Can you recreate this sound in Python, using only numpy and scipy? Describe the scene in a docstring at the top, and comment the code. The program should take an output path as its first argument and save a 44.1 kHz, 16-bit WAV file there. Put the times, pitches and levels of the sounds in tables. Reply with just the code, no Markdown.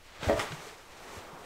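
"""Someone drops onto a wooden chair in a quiet kitchen. First the clothes swish by friction, and the
padded seat takes the weight with a low thump. The legs then judder on the floor, each slip exciting
the modes of the frame, and the joints clack tight. Last, cloth slides on as the sitter settles and
leans forward, with two faint groans of the frame and a few soft thuds on seat and table.
The small room rings briefly after each contact."""
import sys
import numpy as np
from scipy import signal
from scipy.fft import rfft, irfft, next_fast_len
from scipy.io import wavfile
from scipy.ndimage import map_coordinates

SR = 44100
rng = np.random.default_rng(int(sys.argv[2]) if len(sys.argv) > 2 else 0)


def bounce(signal):
    """Save signal as a 16-bit WAV file at the path given by the first command-line argument."""
    frames = np.transpose(np.atleast_2d(signal))
    limited = np.clip(frames, -1, 1)
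    pcm = np.round(limited * 32767).astype(np.int16)
    wavfile.write(sys.argv[1], SR, pcm)


N = 63945


def amp(db):
    """Amplitude ratio of a level in decibels."""
    return 10 ** (np.asarray(db) / 20)


def unit(x):
    """Normalisation to an rms of 1."""
    return x / np.sqrt(np.mean(x ** 2) + 1e-20)


def along(points, hz):
    """Interpolation of (frequency [Hz], value) points on a logarithmic frequency axis."""
    knots_hz, values = np.transpose(points)
    return np.interp(np.log(hz + 1), np.log(knots_hz + 1), values)


def since(onset):
    """Seconds elapsed since the onset, zero before it."""
    return np.maximum(np.arange(N) / SR - onset, 0)


def filtered(x, response):
    """Linear filtering: the spectrum of x is multiplied by a frequency response."""
    size = next_fast_len(N + SR // 2)
    hz = np.fft.rfftfreq(size, 1 / SR)
    return irfft(rfft(x, size) * response(hz), size)[..., :N]


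def coloured(x, spectrum):
    """Spectral shaping of x by (frequency [Hz], level [dB]) points, at an rms of 1."""
    return unit(filtered(x, lambda hz: amp(along(spectrum, hz))))


def wobble(knots_per_s):
    """Smooth random modulation: a spline through Gaussian values."""
    knots = rng.standard_normal(int(N * knots_per_s / SR) + 4)
    return map_coordinates(knots, [np.arange(N) * knots_per_s / SR])


def strike(onset, rise_s, t60):
    """Envelope of a damped impact: a fast rise and an exponential decay of 60 dB in t60 seconds."""
    t = since(onset)
    return (1 - np.exp(-t / rise_s)) * np.exp(-np.log(1000) * t / t60)


def burst(onset, spectrum, t60):
    """A brief contact excites a broad band, heard as decaying coloured noise."""
    return strike(onset, rise_s=0.00023, t60=t60) * coloured(rng.standard_normal(N), spectrum)


def room_tone():
    """Stationary background noise, strongest in the bass."""
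    # background spectrum (frequency [Hz], relative level [dB])
    spectrum = [(20, 3.5), (38, -5), (75, -3.5), (130, -10), (300, -16), (1000, -16.5), (4000, -22),
                (15000, -36)]
    return amp(-57) * coloured(rng.standard_normal(N), spectrum)


def reverberation(x):
    """Diffuse reflections build up in the kitchen; absorption damps each frequency at its own rate."""
    # reverberation times (frequency [Hz], t60 [s])
    decay_times = [(80, 0.51), (500, 0.35), (3000, 0.51), (8000, 0.18), (15000, 0.23)]
    build_up_s = 0.004
    hz, t, noise = signal.stft(rng.standard_normal(SR // 2), SR, nperseg=256)
    decay = np.exp(-np.log(1000) * t / along(decay_times, hz)[:, None])
    tail = signal.istft(noise * decay, SR, nperseg=256)[1]
    tail *= 1 - np.exp(-np.arange(len(tail)) / SR / build_up_s)
    return signal.fftconvolve(x, tail / np.linalg.norm(tail))[:N]


def friction(spectrum, flutter_db):
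    """Friction noise: random impulses of slipping fibres add in power to smooth rubbing noise."""
    slips_per_s, slip_share = 2500, 0.26
    slips = (rng.random(N) < slips_per_s / SR) * rng.standard_normal(N)
    rub = np.sqrt(slip_share) * unit(slips) + np.sqrt(1 - slip_share) * rng.standard_normal(N)
    return coloured(rub, spectrum) * amp(flutter_db * wobble(knots_per_s=59.74))


def clothes():
    """Sliding friction of cloth on cloth and upholstery radiates a dull swish, a hiss and a fine fizz."""
    # course of the sliding (time [s], swish level [dB], hiss level [dB], fizz level [dB])
    sliding = [(0, -69, -71, -80), (.06, -61, -58.5, -68), (0.196, -53.5, -52.5, -90),
               (0.241, -36.5, -43, -55), (.265, -37.5, -42.5, -50), (0.351, -42.5, -47, -56.5),
               (.385, -37, -44, -52), (.42, -38.5, -43.5, -47), (.47, -43.5, -48.5, -58.5),
               (.56, -48.5, -53, -57), (.69, -50, -51, -56), (.76, -55, -58, -63.5), (.87, -56, -60.5, -65),
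               (.98, -52.5, -55, -62.5), (1.09, -48, -54, -60.5), (1.17, -47.5, -53, -54),
               (1.23, -49, -54.5, -64), (1.37, -48, -69.5, -68), (1.45, -50, -58.5, -61.5)]
    # spectra of the three bands (frequency [Hz], relative level [dB])
    swish = [(60, -19), (200, -7.5), (430, -1.5), (800, -2), (1250, -3), (1900, -13.5), (3500, -19.5),
             (9000, -35)]
    hiss = [(600, -11.5), (1900, 4), (3400, -2), (4300, -3.5), (5400, -9), (8000, -11), (10500, -27.5),
            (15700, -29)]
    fizz = [(2500, -21), (5500, 0.5), (8400, -2.5), (10300, -9), (14000, -11.5), (15700, -24)]
    times, swish_db, hiss_db, fizz_db = np.transpose(sliding)
    envelope = lambda db: amp(np.interp(since(0), times, db))
    return (envelope(swish_db) * friction(swish, flutter_db=0.57)
            + envelope(hiss_db) * friction(hiss, flutter_db=1.2)
            + envelope(fizz_db) * friction(fizz, flutter_db=1.1))


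def ticks():
    """Light impacts of cloth and hands on the furniture give short broadband transients."""
    # contacts (time [s], level [dB])
    contacts = [(0.215, -45), (.231, -36.5), (0.244, -35), (0.5196, -36)]
    # spectrum of a tick (frequency [Hz], relative level [dB])
    spectrum = [(300, -7), (800, -5), (1500, 3), (3300, -0.5), (5300, -8.5), (8000, -15), (15000, -35)]
    return sum(amp(db) * burst(onset, spectrum, t60=0.048) for onset, db in contacts)


def groans():
    """As the weight shifts, the loaded frame vibrates at one frequency under a Gaussian envelope."""
    # tone pulses (time [s], level [dB], frequency [Hz], half-width at 1/e [s])
    pulses = [(0.674, -41, 433.8, 0.0067), (0.73, -49.5, 436, 0.013)]
    t = since(0)
    return sum(amp(db) * np.exp(-((t - centre) / width) ** 2) * np.sin(2 * np.pi * hz * t)
               for centre, db, hz, width in pulses)


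def joints():
    """The joints snap tight under the load: hard impacts, whose spectrum reaches into the treble."""
    # cluster of clacks (time [s], level [dB], t60 [s])
    clacks = [(.3939, -24.5, 0.048), (0.3985, -23, 0.014), (0.407, -30.5, 0.059)]
    # spectrum of a clack (frequency [Hz], relative level [dB])
    spectrum = [(200, -14.5), (600, -10), (850, -3), (1100, 4), (1500, -6), (2000, 2.5), (2450, -12),
                (2850, -3), (3550, -4), (4200, -22), (4900, -19), (5300, -10), (5800, -20.5), (8700, -18.5),
                (10500, -29.5), (15000, -34)]
    return sum(amp(db) * burst(onset, spectrum, t60) for onset, db, t60 in clacks)


def thuds():
    """Cushioned impacts excite a few low cycles that sag in pitch; the squeezed padding puffs."""
    # blows of the body on seat and table (time [s], level [dB], final frequency [Hz], rise time [s])
    blows = [(.192, -49, 96.5, 0.014), (.226, -35.5, 129, 0.0072), (0.2684, -22.5, 84.6, 0.011),
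             (0.294, -36.5, 58, 0.042), (.335, -34, 106.6, 0.013), (0.373, -35, 102, 0.015),
             (.503, -38, 113, 0.0095), (.517, -34.5, 147.6, 0.017), (0.563, -49.5, 155, 0.032),
             (1.165, -39.5, 88.5, .013), (1.327, -44.5, 149, 0.0082)]
    # spectrum of the puff (frequency [Hz], relative level [dB])
    puff_spectrum = [(50, -19), (130, -5), (240, 1), (450, -13), (1200, -28), (4000, -70)]
    sag_share, sag_s = 0.22, 0.005  # the pitch starts high by this share, then relaxes
    out = np.zeros(N)
    for onset, db, hz, rise_s in blows:
        t = since(onset)
        cycles = hz * (t + sag_share * sag_s * (1 - np.exp(-t / sag_s)))
        swell = (t / rise_s * np.exp(1 - t / rise_s)) ** 4  # the exponent softens the onset
        puff = amp(-13) * burst(onset, puff_spectrum, t60=0.15)
        out += amp(db) * (swell * np.sin(2 * np.pi * cycles) + puff)
    return out


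def legs():
    """Stick-slip motion: each slip of the legs scuffs the floor and excites the frame's damped modes."""
    # slips on the floor (time [s], level [dB])
    slips = [(.2865, -24), (.2962, -15), (.3125, -27.5), (.3265, -25), (.352, -33), (.375, -32.5)]
    # modes of the wooden chair (frequency [Hz], relative level [dB], t60 [s])
    modes = [(248, -26, .2), (316.3, -12.5, 0.24), (368, -25.5, 0.51), (428.4, -10.5, 0.15),
             (568, -7, 0.12), (599.5, -2.5, 0.064), (644, -8, 0.23), (726, -13.5, 0.068), (938, -21, 0.17),
             (1170.5, -16.5, .12), (1554, -28.5, 0.19), (1808, -25.5, 0.42), (2140, -26, 0.056)]
    # spectrum of a scuff (frequency [Hz], relative level [dB])
    scuff_spectrum = [(120, -23), (300, -4.5), (620, 0.5), (850, -28), (1300, -4), (2100, -4), (4000, -30),
                      (12000, -36)]
    out = np.zeros(N)
    for onset, db in slips:
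        ring = np.zeros(N)
        for hz, mode_db, t60 in modes:
            envelope = amp(mode_db + rng.normal(0, 1)) * strike(onset, rise_s=0.00085, t60=t60)
            ring += envelope * np.sin(2 * np.pi * hz * since(onset))
        scuff = burst(onset, scuff_spectrum, t60=0.034)
        out += amp(db) * (amp(0.5) * ring + amp(-10) * scuff)
    return out


def scene():
    """Superposition of direct sound, reverberation and room tone, the same in both channels."""
    frame = legs() + groans()
    clicks = joints() + ticks()
    thumps = thuds()
    room = reverberation(amp(-8) * frame + amp(-6.5) * clicks + amp(-18.5) * thumps)
    mono = frame + clicks + thumps + room + clothes() + room_tone()
    return np.array([mono, mono])


def record(dry):
    """Band limiting: an ideal low-pass filter removes everything above its cutoff."""
    cutoff_hz = 15750
    return filtered(dry, lambda hz: hz < cutoff_hz)


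dry = scene()
out = record(dry)
bounce(out)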